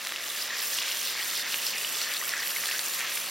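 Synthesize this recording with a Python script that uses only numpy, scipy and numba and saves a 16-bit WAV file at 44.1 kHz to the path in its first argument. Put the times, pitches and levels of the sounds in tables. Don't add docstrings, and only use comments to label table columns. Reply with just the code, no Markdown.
import sys
import numpy as np
from scipy import signal
from scipy.fft import rfft, irfft
from scipy.io import wavfile
from numba import njit

SR = 44100
rng = np.random.default_rng(int(sys.argv[2]) if len(sys.argv) > 2 else 0)


def persist_wave(psi):
    counts = np.round(np.clip(psi, -1, 1) * 32767).astype(np.int16)
    wavfile.write(sys.argv[1], SR, np.atleast_2d(counts).T)


N = 145530

# (time [s], level [dB])
SIMMER_LOUDNESS = [(0, -42), (.3, -38.5), (.7, -37.5), (1.9, -37.5), (2.14, -36), (2.2, -41.5),
                   (2.3, -37.5), (2.95, -38), (3.3, -39)]
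# (frequency [Hz], gain [dB])
SAUCE_TONE = [(5000, 1), (7000, 2), (9000, -3.5), (16000, -9)]
# (time [s], level [dB])
SIZZLE_LOUDNESS = [(0, -42), (.35, -39), (.7, -35), (.95, -37), (1.95, -38), (2.5, -37.5), (3.1, -35.5),
                   (3.3, -41)]
# (frequency [Hz], gain [dB])
RUSH_TONE = [(25, -42), (60, -26.5), (108, -21), (128, -8), (155, -10.5), (190, -5), (300, -4.5),
             (420, -1.5), (560, 1), (800, -2.5), (1200, 3), (3000, -14.5), (16000, -49)]
# (frequency [Hz], level [dB])
HUM_NOTES = [(124, -79), (175, -76), (246, -73), (554, -69)]
# (time [s], gain [dB])
FAN_RISE = [(0, 1), (3.3, 2.5)]
# (frequency [Hz], side gain [dB])
FAN_SPREAD = [(130, -24), (250, -21.5), (600, -12), (1600, -30)]
# (time [s], half length [s], smothering [dB], sputter level [dB], pitch [Hz])
SAUCE_WASHES = [(0.014, 0.028, 3.5, -43, 2300), (0.19, 0.057, 6, -43.5, 2200),
                (0.538, 0.058, 10, -37.5, 1845), (0.855, 0.05, 5, -40, 2200),
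                (1.176, 0.044, 6.5, -36.5, 2000), (1.466, 0.029, 7.5, -38, 1800),
                (1.758, 0.023, 6.5, -34.5, 2190), (2.09, 0.028, 3.5, -36, 1750),
                (2.384, 0.062, 4.5, -39, 1680), (2.754, 0.036, 2, -36, 1770),
                (3.074, 0.058, 7.5, -38.5, 1750)]
# (frequency [Hz], gain [dB])
SMOTHERED_TREBLE = [(2000, -28), (4000, -51), (6000, -11.5), (8000, 0)]
# (time [s], level [dB], pitch [Hz], ring length [cycles])
FAT_BUBBLES = [(0.05, -19, 3870, 0.6), (.066, -19, 2100, .7), (.071, -12, 3170, 0.25),
               (0.0928, -16, 2580, 0.49), (.1222, -12, 2190, 0.27), (.1608, -18.5, 2830, 2),
               (.300, -25, 3520, 7.3), (.422, -26, 4920, 11), (.787, -12, 3100, 0.96),
               (0.8186, -17, 3060, 1.4), (.881, -18, 2660, 1.6), (0.9145, -20.5, 2850, 5.3),
               (.972, -14.5, 3840, 0.25), (1.056, -26, 4200, 0.45), (1.2275, -21, 3040, 1.2),
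               (1.376, -19, 4770, 1), (1.543, -12, 2550, 1), (1.667, -17, 4900, 4.1),
               (1.783, -21, 6560, 1.6), (1.847, -18, 2820, 2.4), (2.016, -16, 3930, 1.4),
               (2.117, -21, 2680, 2.2), (2.138, -19, 4500, 2.5), (2.1676, -18.5, 4100, 3.7),
               (2.213, -26, 1910, 6), (2.225, -25, 1130, 3.1), (2.293, -13.5, 4840, 1),
               (2.337, -17, 1780, 2.3), (2.379, -18, 5040, 0.64), (2.432, -22, 1760, 1.06),
               (2.563, -21, 2110, 6.5), (2.6373, -15.5, 2020, 0.92), (2.658, -12, 4200, 0.51),
               (2.688, -23.5, 1720, 6.1), (2.713, -16, 2660, 2), (2.793, -11.5, 3900, 0.9),
               (2.467, -24, 6000, 1.3), (2.474, -14, 3770, 0.38), (2.847, -20, 5500, 0.68),
               (2.993, -15.5, 6000, 0.4), (3.007, -19, 2600, 0.93), (3.119, -23, 1920, 1.3),
               (3.174, -14, 2310, 0.63), (3.177, -16.5, 5100, 0.67)]
# (frequency [Hz], gain [dB])
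SKIN_TONE = [(300, -8), (900, 5), (3000, 1), (6000, -2), (10000, 17), (16000, -13)]
# (time [s], half length [s], level [dB], pitch [Hz])
FILM_SEARS = [(0.41, 0.032, -40.5, 4040), (0.605, 0.046, -40, 3870), (0.76, 0.063, -39.5, 4840),
              (1.08, 0.042, -37.5, 4100), (1.37, 0.032, -36.5, 4400), (1.53, 0.023, -39.5, 3320),
              (1.675, 0.035, -37.5, 5130), (2.0, 0.054, -38, 5150), (2.70, 0.046, -40.5, 4180)]
# (time [s], half length [s], level [dB], pitch [Hz])
LADLE_SCRAPES = [(0.85, 0.07, -36, 3180), (2.35, 0.049, -39.5, 1800), (3.018, 0.03, -34, 1720),
                 (3.085, 0.024, -36, 2430)]
# (time [s], half length [s], level [dB], pitch [Hz])
OIL_SPITS = [(1.56, 0.023, -42.5, 12700), (1.66, 0.015, -39, 12600), (2.28, 0.014, -38, 12900),
             (2.485, 0.03, -39, 12700), (2.585, 0.032, -41, 12600), (3.15, 0.012, -37, 9800)]
# (frequency [Hz], width [Hz], boost [dB])
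PAN_RINGS = [(1210, 170, 3), (1780, 420, 4), (2720, 360, 1.3), (5050, 900, 1), (12800, 1800, 3)]
# (frequency [Hz], gain [dB])
BOIL_TONE = [(100, -71), (300, -12.5), (600, -8), (1000, -8.5), (1600, -5), (3300, 0.5), (5500, 4),
             (7000, 1.5), (9500, -1), (13000, 0), (16000, 0.5)]
# (frequency [Hz], side gain [dB])
BOIL_SPREAD = [(300, -8), (1500, -81), (3500, -38), (5200, -26), (6500, -4), (9000, -1), (16000, -2)]
# (frequency [Hz], left minus right [dB])
BALANCE = [(4000, 0), (7000, -.6), (10000, -2), (16000, -2.3)]

SIMMER = dict(rate=6500, octaves=0.6, cycles=0.54, scatter_db=5)
PLINK = dict(rate=170, octaves=.5, cycles=7, scatter_db=3)
SIZZLE = dict(rate=9000, octaves=0.45, cycles=1.73, scatter_db=4.5)
SPUTTER = dict(rate=1300, octaves=.15, cycles=3.6, scatter_db=3.5)
SEAR = dict(rate=3600, octaves=.3, cycles=2.3, scatter_db=4.6)
GRIT = dict(rate=1200, octaves=.33, cycles=1.5, scatter_db=3.5)
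SPIT = dict(rate=1400, octaves=.13, cycles=6, scatter_db=4)
SMOTHER_LEAD_S = .018


def undb(db):
    return 10 ** (np.asarray(db) / 20)


def curve(points):
    return np.interp(np.arange(N) / SR, *np.array(points).T)


def swell(at, half):
    return np.exp(-((np.arange(N) / SR - at) / half) ** 2)


def colour(x, points, peaks=()):
    f = np.arange(N + 1) * SR / (2 * N)
    hz, db = np.array(points).T
    shape = np.interp(np.log(f + 1), np.log(hz), db)
    for centre, width, boost in peaks:
        shape = shape + boost / (1 + (2 * (f - centre) / width) ** 2)
    return irfft(rfft(x, 2 * N) * undb(shape))[..., :N]


@njit
def bursts(start, hz, cycles, size, side, length):
    out = np.zeros((2, length))
    for k in range(len(start)):
        first, life = start[k] * SR, cycles[k] * SR / hz[k]
        for i in range(max(int(first) + 1, 0), min(int(first + 6 * life) + 1, length)):
            age = (i - first) / life
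            turns = age * cycles[k] * (1 + .015 * age)
            ring = size[k] * (1 - np.exp(-6 * turns)) * np.exp(-age) * np.sin(2 * np.pi * turns)
            out[0, i] += ring
            out[1, i] += ring * side[k]
    return out


def cloud(centre_hz, rate, octaves, cycles, scatter_db, max_bubbles=50000):
    when, sign = rng.random((max_bubbles, 2))[:int(rate * N / SR)].T
    pitch, ring, size, side = rng.standard_normal((max_bubbles, 4))[:len(when)].T
    centre = (centre_hz * np.ones(N))[(when * N).astype(int)]
    hz = np.minimum(centre * 2 ** (octaves * np.maximum(pitch, -2.5)), SR * .42)
    size = undb(scatter_db * np.minimum(size, 2.4)) * np.sign(sign - .5)
    out = bursts(when * N / SR, hz, cycles * np.exp(0.25 * ring), size, side, N)
    return out / np.std(out[0])


def surges(rows, kind, sag_octaves=0):
    power = np.array([undb(db) ** 2 * swell(at, half) for at, half, db, hz in rows]) + 1e-18
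    glide = np.array([hz * 2 ** (sag_octaves * (1 - swell(at - SMOTHER_LEAD_S, 2 * half)))
                      for at, half, db, hz in rows])
    pitch = (glide * power).sum(axis=0) / power.sum(axis=0)
    return cloud(pitch, **kind) * np.sqrt(power.sum(axis=0))


def simmer(plink_db=-6):
    dull = colour(cloud(centre_hz=2960, **SIMMER), SAUCE_TONE)
    plinks = undb(plink_db) * cloud(centre_hz=3533, **PLINK)
    return (dull + plinks) * undb(curve(SIMMER_LOUDNESS))


def sizzle():
    return cloud(centre_hz=11320, **SIZZLE) * undb(curve(SIZZLE_LOUDNESS))


def fan(rush_db=-49.5):
    t = np.arange(N) / SR
    rise = undb(curve(FAN_RISE))
    rush = colour(rng.standard_normal((2, N)), RUSH_TONE)
    rush *= undb(rush_db) / np.sqrt(np.mean(rush ** 2))
    hum = sum(undb(db) * np.sqrt(2) * np.sin(2 * np.pi * (hz * t + rng.random()))
              for hz, db in HUM_NOTES)
    hum *= rise
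    return np.array([rush[0] + hum, colour(rush[1], FAN_SPREAD)]) * rise


def smother(x):
    depth_db = sum(depth * swell(at - SMOTHER_LEAD_S, half) for at, half, depth, db, hz in SAUCE_WASHES)
    return x - colour(x, SMOTHERED_TREBLE) * (1 - undb(-depth_db))


def sputter():
    rows = [(at, half, db, hz) for at, half, depth, db, hz in SAUCE_WASHES]
    return surges(rows, SPUTTER, sag_octaves=.33)


def pops(clicks=5, tear_db=-11, width=.4):
    at, db, hz, cycles = np.array(FAT_BUBBLES).T.copy()
    cycles = np.maximum(cycles, .3)
    size = undb(db) * np.exp(0.26 / cycles)
    side = width * rng.standard_normal(len(at))
    out = bursts(at, hz, cycles, size, side, N)
    tear = undb(db + tear_db) * np.minimum(cycles / 2, 1)
    for delay, pitch in rng.standard_normal((len(at), clicks, 2)).transpose(1, 2, 0):
        click_at = at + (1 + 2 * abs(delay)) * cycles / hz
        out += bursts(click_at, hz * 2 ** (pitch / 2), np.ones(len(at)), tear, side, N)
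    return out


def sear():
    return surges(FILM_SEARS, SEAR)


def scrape():
    return surges(LADLE_SCRAPES, GRIT)


def spit():
    return surges(OIL_SPITS, SPIT)


def kitchen(x, echo_s=0.081, echo_db=-12.5, count=12):
    t = np.arange(SR // 2) / SR
    out = x
    for at in np.linspace(0, N / SR, count):
        tail = rng.standard_normal((2, len(t))) * undb(-60 * t / echo_s)
        tail /= np.sqrt(np.sum(tail[0] ** 2))
        piece = x * swell(at, N / SR / count)
        out = out + undb(echo_db) * signal.fftconvolve(piece, tail, axes=1)[:, :N]
    return out


def scene():
    small_bubbles = simmer() + sizzle() + spit() + sputter() + sear() + scrape()
    gravy = smother(small_bubbles) + colour(pops(), SKIN_TONE)
    mid, side = colour(kitchen(gravy), BOIL_TONE, PAN_RINGS)
    fan_mid, fan_side = fan()
    mid = mid + fan_mid
    side = colour(side, BOIL_SPREAD) + fan_side
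    left = colour(mid + side, [(hz, db / 2) for hz, db in BALANCE])
    right = colour(mid - side, [(hz, -db / 2) for hz, db in BALANCE])
    return np.array([left, right])


def record(dry):
    top_hz = 15900
    return signal.sosfilt(signal.ellip(12, .2, 80, top_hz, fs=SR, output="sos"), dry)


dry = scene()
out = record(dry)
persist_wave(out)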